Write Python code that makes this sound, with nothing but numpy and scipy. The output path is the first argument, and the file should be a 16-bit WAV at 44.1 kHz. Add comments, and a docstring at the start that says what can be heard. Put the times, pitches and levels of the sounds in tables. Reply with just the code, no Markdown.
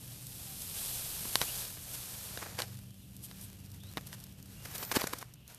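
"""Phone creeping through lawn grass

On a lawn, low in the grass, with the one microphone of a hand-held phone. Right at the microphone,
fingers and blades slide over the case: tiny slips make a fine hiss and short scuffs, knocks ring the
case, grass tips flick free with dry ticks, and a thin whine joins the hardest rubbing.
Farther off lie a faint machine hum, a low outdoor rumble and distant bird whistles."""
import sys
import numpy as np
from scipy import signal
from scipy.fft import rfft, irfft
from scipy.io import wavfile
from scipy.ndimage import uniform_filter1d

SR = 44100
rng = np.random.default_rng(int(sys.argv[2]) if len(sys.argv) > 2 else 0)


def store_pcm(level_fs):
    """Save levels as 16-bit WAV."""
    pcm = np.round(np.clip(level_fs, -1, 1) * 32767).astype(np.int16)
    wavfile.write(sys.argv[1], SR, np.atleast_2d(pcm).T)


N = 246078
TIME = np.arange(N) / SR

# hiss of the sliding on the case: one long glide, a near rest and a new grip [t/s, level/dB]
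SLIDE_HISS = [(0, -53.5), (0.72, -43.5), (0.8, -39.0), (1.1, -41), (1.62, -40), (1.77, -50.5), (1.95, -45),
              (2.27, -46), (2.66, -56), (2.9, -64.5), (3.4, -57), (3.7, -65), (4.1, -59), (4.38, -66),
              (4.79, -49), (4.88, -56), (5.01, -49), (5.19, -56.0), (5.27, -66), (5.44, -77), (5.5, -56.5),
              (5.58, -63.5)]
# middle, upper and top registers in which contact reaches the microphone [f/Hz, relative level/dB]
BODY_SPECTRUM = [(120, -17), (300, 0), (500, 3.5), (740, 3), (1100, 1), (1650, 2.5), (2400, -0.5),
                 (3600, -29)]
RASP_SPECTRUM = [(1500, -26.5), (2500, -5), (3200, 0.5), (4000, 1), (5000, 1), (6200, 0), (7200, -4),
                 (9500, -22)]
HISS_SPECTRUM = [(5000, -42.5), (7100, -7), (8300, 3.5), (9900, 3.5), (11600, 5.5), (12800, 5.5),
                 (14200, -4)]
# a flicking grass tip [f/Hz, relative level/dB]
TIP_SPECTRUM = [(600, -28), (2200, -20), (4500, 1), (8000, 0.5), (14000, 2.5)]

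FIRM_DB = -44  # a touch with less hiss than this counts as light
TIP_CHATTER, TIP_FADE_S = 0.5, 0.0025


def undb(db):
    """Decibels to gain."""
    return 10 ** (np.asarray(db) / 20)


def unit(x):
    """Scale to rms 1."""
    return x / np.sqrt(np.mean(x ** 2) + 1e-18)


def curve(table):
    """A table of times and levels, drawn out to one value per sample."""
    return np.interp(TIME, *np.transpose(table))


def add(track, s, sound):
    """Mix a sound in from time s."""
    i = int(np.clip(s * SR, 0, N - 1))
    track[i:i + len(sound)] += sound[:N - i]


def colour(x, spectrum, size=4096):
    """Causal filter with the given spectrum, built from the cepstrum of its log gain."""
    hz, db = np.transpose(spectrum)
    log_hz = np.log(np.maximum(np.arange(size // 2 + 1) * SR / size, 1))
    gain = undb(np.interp(log_hz, np.log(hz), db))
    cepstrum = irfft(np.log(gain))
    causal = 2 * cepstrum[:size // 2] * (np.arange(size // 2) > 0)
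    response = irfft(np.exp(rfft(causal, size)))
    return signal.fftconvolve(x, response)[:len(x)]


def noise(spectrum):
    """Steady noise with the given spectrum, rms 1."""
    return unit(colour(rng.standard_normal(N), spectrum))


def walk(per_s):
    """A random wander: per_s new values a second, smoothed, rms 1."""
    hold = max(int(SR / per_s), 2)
    steps = np.repeat(rng.standard_normal(N // hold + 2), hold)
    return unit(uniform_filter1d(uniform_filter1d(steps, hold), hold)[:N])


def burst(x, db, length_s=1 / 200):
    """Give a short sound the energy of level db held for length_s."""
    return x * undb(db) * np.sqrt(length_s * SR / (np.sum(x ** 2) + 1e-18))


def slips(per_s, spread_db, size):
    """Friction: a train of tiny random slips, a few much larger than the rest."""
    happens = rng.random(size) < per_s / SR
    direction = rng.choice([-1, 1], size)
    return happens * direction * undb(spread_db * np.minimum(rng.standard_normal(size), 2))


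def contact(chatter, fade_s, size=2048):
    """One sharp push, then the surfaces chatter and settle."""
    force = chatter * slips(per_s=3700, spread_db=6.5, size=size) * np.exp(-TIME[:size] / fade_s)
    force[0] = 1
    return force


def registers(hiss_db, pressure_db):
    """Friction law: pressing harder adds much body and a little rasp to the hiss."""
    body_db = hiss_db + pressure_db
    rasp_db = hiss_db - 1.5 + 0.33 * pressure_db
    return (BODY_SPECTRUM, body_db), (RASP_SPECTRUM, rasp_db), (HISS_SPECTRUM, hiss_db)


def garden(settles_s=5.07, sink_db_per_s=14):
    """Distant rumble, faint airy hiss, a machine's drone with its octave, and mains hum."""
    # the low and the airy part of the outdoor background [f/Hz, relative level/dB]
    rumble_spectrum = [(20, -21), (32, -16.5), (46, -1.5), (75, 2), (145, 2.5), (230, -7), (280, -8),
                       (350, -15.5), (600, -22), (1400, -45), (4000, -54)]
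    air_spectrum = [(400, -4), (900, -7), (1900, -1.5), (2800, 17.5), (4500, 4), (8000, -2), (14000, 6.5)]
    # the machine's drone at the microphone [t/s, level/dB]
    drone_levels = [(0, -63), (1.8, -63), (2.75, -53.5), (4.9, -56), (5.58, -74)]
    # rumble and mains hum sink together as the phone settles in the grass
    rumble_db = -54.5 - sink_db_per_s * np.maximum(TIME - settles_s, 0)
    rumble = noise(rumble_spectrum) * undb(rumble_db + 0.92 * walk(4.6))
    air = noise(air_spectrum) * undb(-68.5 + 2.0 * walk(4.46))
    drone_hz, mains_hz = 96.47, 121.1
    turn = 2 * np.pi * np.cumsum(drone_hz * (1 + 0.0032 * walk(5.2))) / SR
    fundamental = 0.87 * np.sin(turn) * undb(3.8 * walk(3.76))
    drone = unit(fundamental + np.sin(2 * turn)) * undb(curve(drone_levels))
    hum = np.sin(2 * np.pi * mains_hz * TIME + 0.67 * walk(6.5))  # wavers on its way
    mains = unit(hum * undb(2.6 * walk(4.92))) * undb(rumble_db - 3)
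    return rumble + air + drone + mains


def birds(direct_db=-3, scatter_db=-2, fade_s=0.015):
    """Thin gliding whistles from far off, arriving both directly and scattered by the garden."""
    # whistles before the two paths [t/s, length/s, start f/Hz, end f/Hz, level/dB]
    whistles = [(.46, .09, 770, 740, -61), (1.462, .05, 2350, 3200, -45), (2.86, .12, 3170, 3130, -68),
                (3.005, .05, 3900, 3250, -68), (3.58, .09, 2850, 2500, -68), (3.79, .14, 3250, 4330, -59),
                (4.55, .11, 2740, 2840, -64)]
    song = np.zeros(N)
    for s, length, start_hz, end_hz, db in whistles:
        progress = np.linspace(0, 1, int(length * SR))
        glide_hz = start_hz + (end_hz - start_hz) * progress
        hz = glide_hz * (1 + 0.033 * walk(500)[:len(progress)])
        swell = np.sqrt(np.abs(np.sin(np.pi * progress)))
        add(song, s, undb(db) * swell * np.sin(2 * np.pi * np.cumsum(hz) / SR))
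    t = TIME[:SR // 2]
    echoes = rng.standard_normal(len(t)) * np.exp(-t / fade_s)
    scattered = signal.fftconvolve(song, echoes / np.linalg.norm(echoes))[:N]
    return undb(direct_db) * song + undb(scatter_db) * scattered


def shaking():
    """The hand shakes the microphone: a deep rumble that grows with the sliding."""
    # handling rumble [f/Hz, relative level/dB]
    shake_spectrum = [(18, -8), (35, -1), (60, 1), (110, -14), (300, -39)]
    return noise(shake_spectrum) * undb(-61.5 + 0.99 * (curve(SLIDE_HISS) - FIRM_DB))


def whine(hz=14063, start_s=4.65, end_s=5.06, attack_s=0.17, release_s=0.02):
    """A thin, fluttering tone during the hardest rubbing: it swells, holds and stops short."""
    swell = np.clip(np.minimum((TIME - start_s) / attack_s, (end_s - TIME) / release_s), 0, 1)
    tone = np.sin(2 * np.pi * hz * TIME + 0.5 * walk(65))
    flutter = undb(2.5 * walk(30))
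    return unit(tone * flutter) * swell * undb(-49)


def crackle(from_s=3.5, until_s=5.25):
    """With the microphone low in the grass, smaller tips flick at random around it."""
    releases = slips(per_s=35, spread_db=4.5, size=N)
    flicks = signal.fftconvolve(releases, contact(TIP_CHATTER, TIP_FADE_S))[:N]
    return unit(colour(flicks, TIP_SPECTRUM)) * undb(-63) * (TIME > from_s) * (TIME < until_s)


def ticks():
    """Grass tips flick free close by: light and crisp, too weak to ring the case."""
    # single flicks, each with the energy of its level held for length_s [t/s, level/dB]
    flicks = [(0.268, -29), (0.6194, -28), (2.7711, -39), (3.1662, -35.5), (3.4131, -35.5), (3.6611, -41.5),
              (4.0696, -35), (4.2018, -36), (4.2395, -32), (4.427, -37.5), (4.7813, -25), (4.85, -28.5),
              (5.1863, -29), (5.338, -36.5), (5.4784, -36), (5.547, -35)]
    out = np.zeros(N)
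    for s, db in flicks:
        flick = colour(contact(TIP_CHATTER, TIP_FADE_S), TIP_SPECTRUM)
        add(out, s, burst(flick, db, length_s=0.00037))
    return out


def knocks(size=2048):
    """Knocks ring the hand-damped case. Flesh gives more thud, a nail or stalk more brightness."""
    # knocks [t/s, body level/dB, thud against body/dB, brightness against body/dB, chatter 0-1]
    hits = [(1.254, -45, 0, -18, .6), (1.356, -27, -11.5, 3.5, 0.07), (1.415, -30, -7.5, 0.5, 0.86),
            (2.374, -38.5, -6, -4.5, 1), (2.5889, -37.5, -13, 0, 0.7), (2.6024, -39, -10, 1, 0.3),
            (2.62, -45, -20, 11, 0.4), (3.313, -52, -4, -1, 0.7), (3.9719, -35, -2, -5, .46),
            (3.9784, -39, -3.5, -6.5, 0.7), (4.129, -47.5, -11, 0.5, 1), (4.8277, -40, -6, -8, 0.4),
            (4.9153, -32, -16, -6, 0.9), (4.9624, -35, 0, 2.5, 1), (4.969, -33, 10, -7, 0.01),
            (4.9724, -39, 3, -13, 0.23), (5.0172, -34, -30, -4.5, 0.66), (5.041, -35, 5.5, -20, .5),
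            (5.1345, -35.5, -2, -12, 0.35), (5.2267, -41.5, -14, -13, 0.5)]
    # resonances of the case [f/Hz, t60/s, relative level/dB]
    case_modes = [(129, 0.019, -21), (234, 0.017, -15), (467, 0.0093, -13), (773, 0.0085, -13),
                  (1042, 0.01, -5.5), (1520, 0.0079, -9.5), (1900, 0.0046, -10.5), (2940, 0.01, -8.5),
                  (3810, 0.0037, 1), (4370, 0.013, -12), (6050, 0.0037, -39)]
    # the lowest register of a knock [f/Hz, relative level/dB]
    thud_spectrum = [(30, -11), (110, -0.5), (230, 0.5), (390, 2.5), (560, -4), (1100, -21.5)]
    out, t = np.zeros(N), TIME[:size]
    ring = sum(undb(db) * np.cos(2 * np.pi * hz * t) * np.exp(-np.log(1000) * t / t60)
               for hz, t60, db in case_modes)
    ring[0] += 1.6  # the push itself
    spectra = thud_spectrum, BODY_SPECTRUM, RASP_SPECTRUM, HISS_SPECTRUM
    lags_s = np.linspace(0.00035, 0, 4)  # low bending waves cross the case more slowly
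    for s, body_db, thud_db, bright_db, chatter in hits:
        vibration = signal.fftconvolve(contact(0.84 * chatter, fade_s=0.0014), ring)[:size]
        levels_db = body_db + np.array([thud_db, 0, bright_db, bright_db - 4.5])
        for spectrum, db, lag in zip(spectra, levels_db, lags_s):
            add(out, s + lag, burst(colour(vibration, spectrum), db))
    return out


def scuffs(size=4096):
    """A blade drags across the case, right at the microphone: a swell of coarser slips."""
    # short drags [middle t/s, length/s, hiss level/dB, pressure as body against hiss/dB]
    drags = [(.615, 0.036, -49, -20), (1.424, 0.031, -41, -1.5), (1.774, 0.0095, -58, 5.5),
             (1.946, 0.032, -44, -12), (2.427, 0.019, -55.5, 12.5), (2.464, .014, -62, 15),
             (2.596, 0.025, -44.5, 4), (2.624, 0.042, -51, 2.5), (3.246, 0.036, -47, -26),
             (3.414, 0.008, -49, -31), (3.437, 0.04, -51.5, -29), (3.745, 0.014, -58, -9),
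             (3.983, 0.012, -63, 16.5), (4.072, .012, -50, -20), (4.137, 0.03, -52.5, -4),
             (4.656, 0.0094, -47.5, 1), (4.715, 0.01, -53, -2), (4.756, 0.019, -42, -7.5),
             (4.833, 0.022, -45, -3.5), (4.921, 0.014, -38, 0.5), (4.943, .008, -46.5, 4),
             (4.962, 0.026, -35, 1), (5.0, 0.028, -46.5, 4), (5.012, 0.0065, -37.5, -3),
             (5.036, 0.018, -45, -3), (5.073, 0.006, -37, 0), (5.134, 0.01, -42, -0.5),
             (5.219, 0.018, -52, -1)]
    out, t = np.zeros(N), (np.arange(size) - size // 2) / SR
    for s, length, hiss_db, pressure_db in drags:
        swell = np.exp(-(t / (0.5 * length)) ** 2)
        force = slips(per_s=6000, spread_db=2.5, size=size) * swell
        for spectrum, db in registers(hiss_db, pressure_db):
            add(out, s + t[0], burst(colour(force, spectrum), db, length))
    return out


def sliding(light_range_db=23):
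    """Dense slips on the case under an unsteady hand; pressing harder brings in the case's body."""
    # how hard the hand presses, heard as body against hiss [t/s, relative level/dB]
    pressure = [(0, -11), (0.3, -13.5), (0.9, -15), (1.45, -12.5), (2.27, -10.5), (2.47, -2), (3.0, -11),
                (4.0, -4), (4.55, -6), (4.8, 0), (5.58, -1.5)]
    hiss_db, pressure_db = curve(SLIDE_HISS), curve(pressure)
    # a light touch is less even: it flutters, and single fibres are heard catching and letting go
    lightness = np.clip((FIRM_DB - hiss_db) / light_range_db, 0, 1)
    flutter_db = (0.41 + 1.2 * lightness) * walk(50)
    catches = 7 * lightness * slips(per_s=49, spread_db=6.5, size=N)
    force = slips(per_s=14000, spread_db=5.5, size=N) * undb(flutter_db) + catches
    return sum(unit(colour(force, spectrum)) * undb(db)
               for spectrum, db in registers(hiss_db, pressure_db))


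def scene():
    """Close handling and the distant garden at one microphone, which feeds both channels."""
    close = sliding() + scuffs() + whine() + knocks() + ticks() + crackle()
    sound = close + birds() + garden() + shaking()
    return np.array([sound, sound])


def record(dry, top_hz=14170):
    """The phone cuts the top steeply."""
    return signal.sosfilt(signal.ellip(10, 0.2, 70, top_hz, fs=SR, output="sos"), dry)


dry = scene()
out = record(dry)
store_pcm(out)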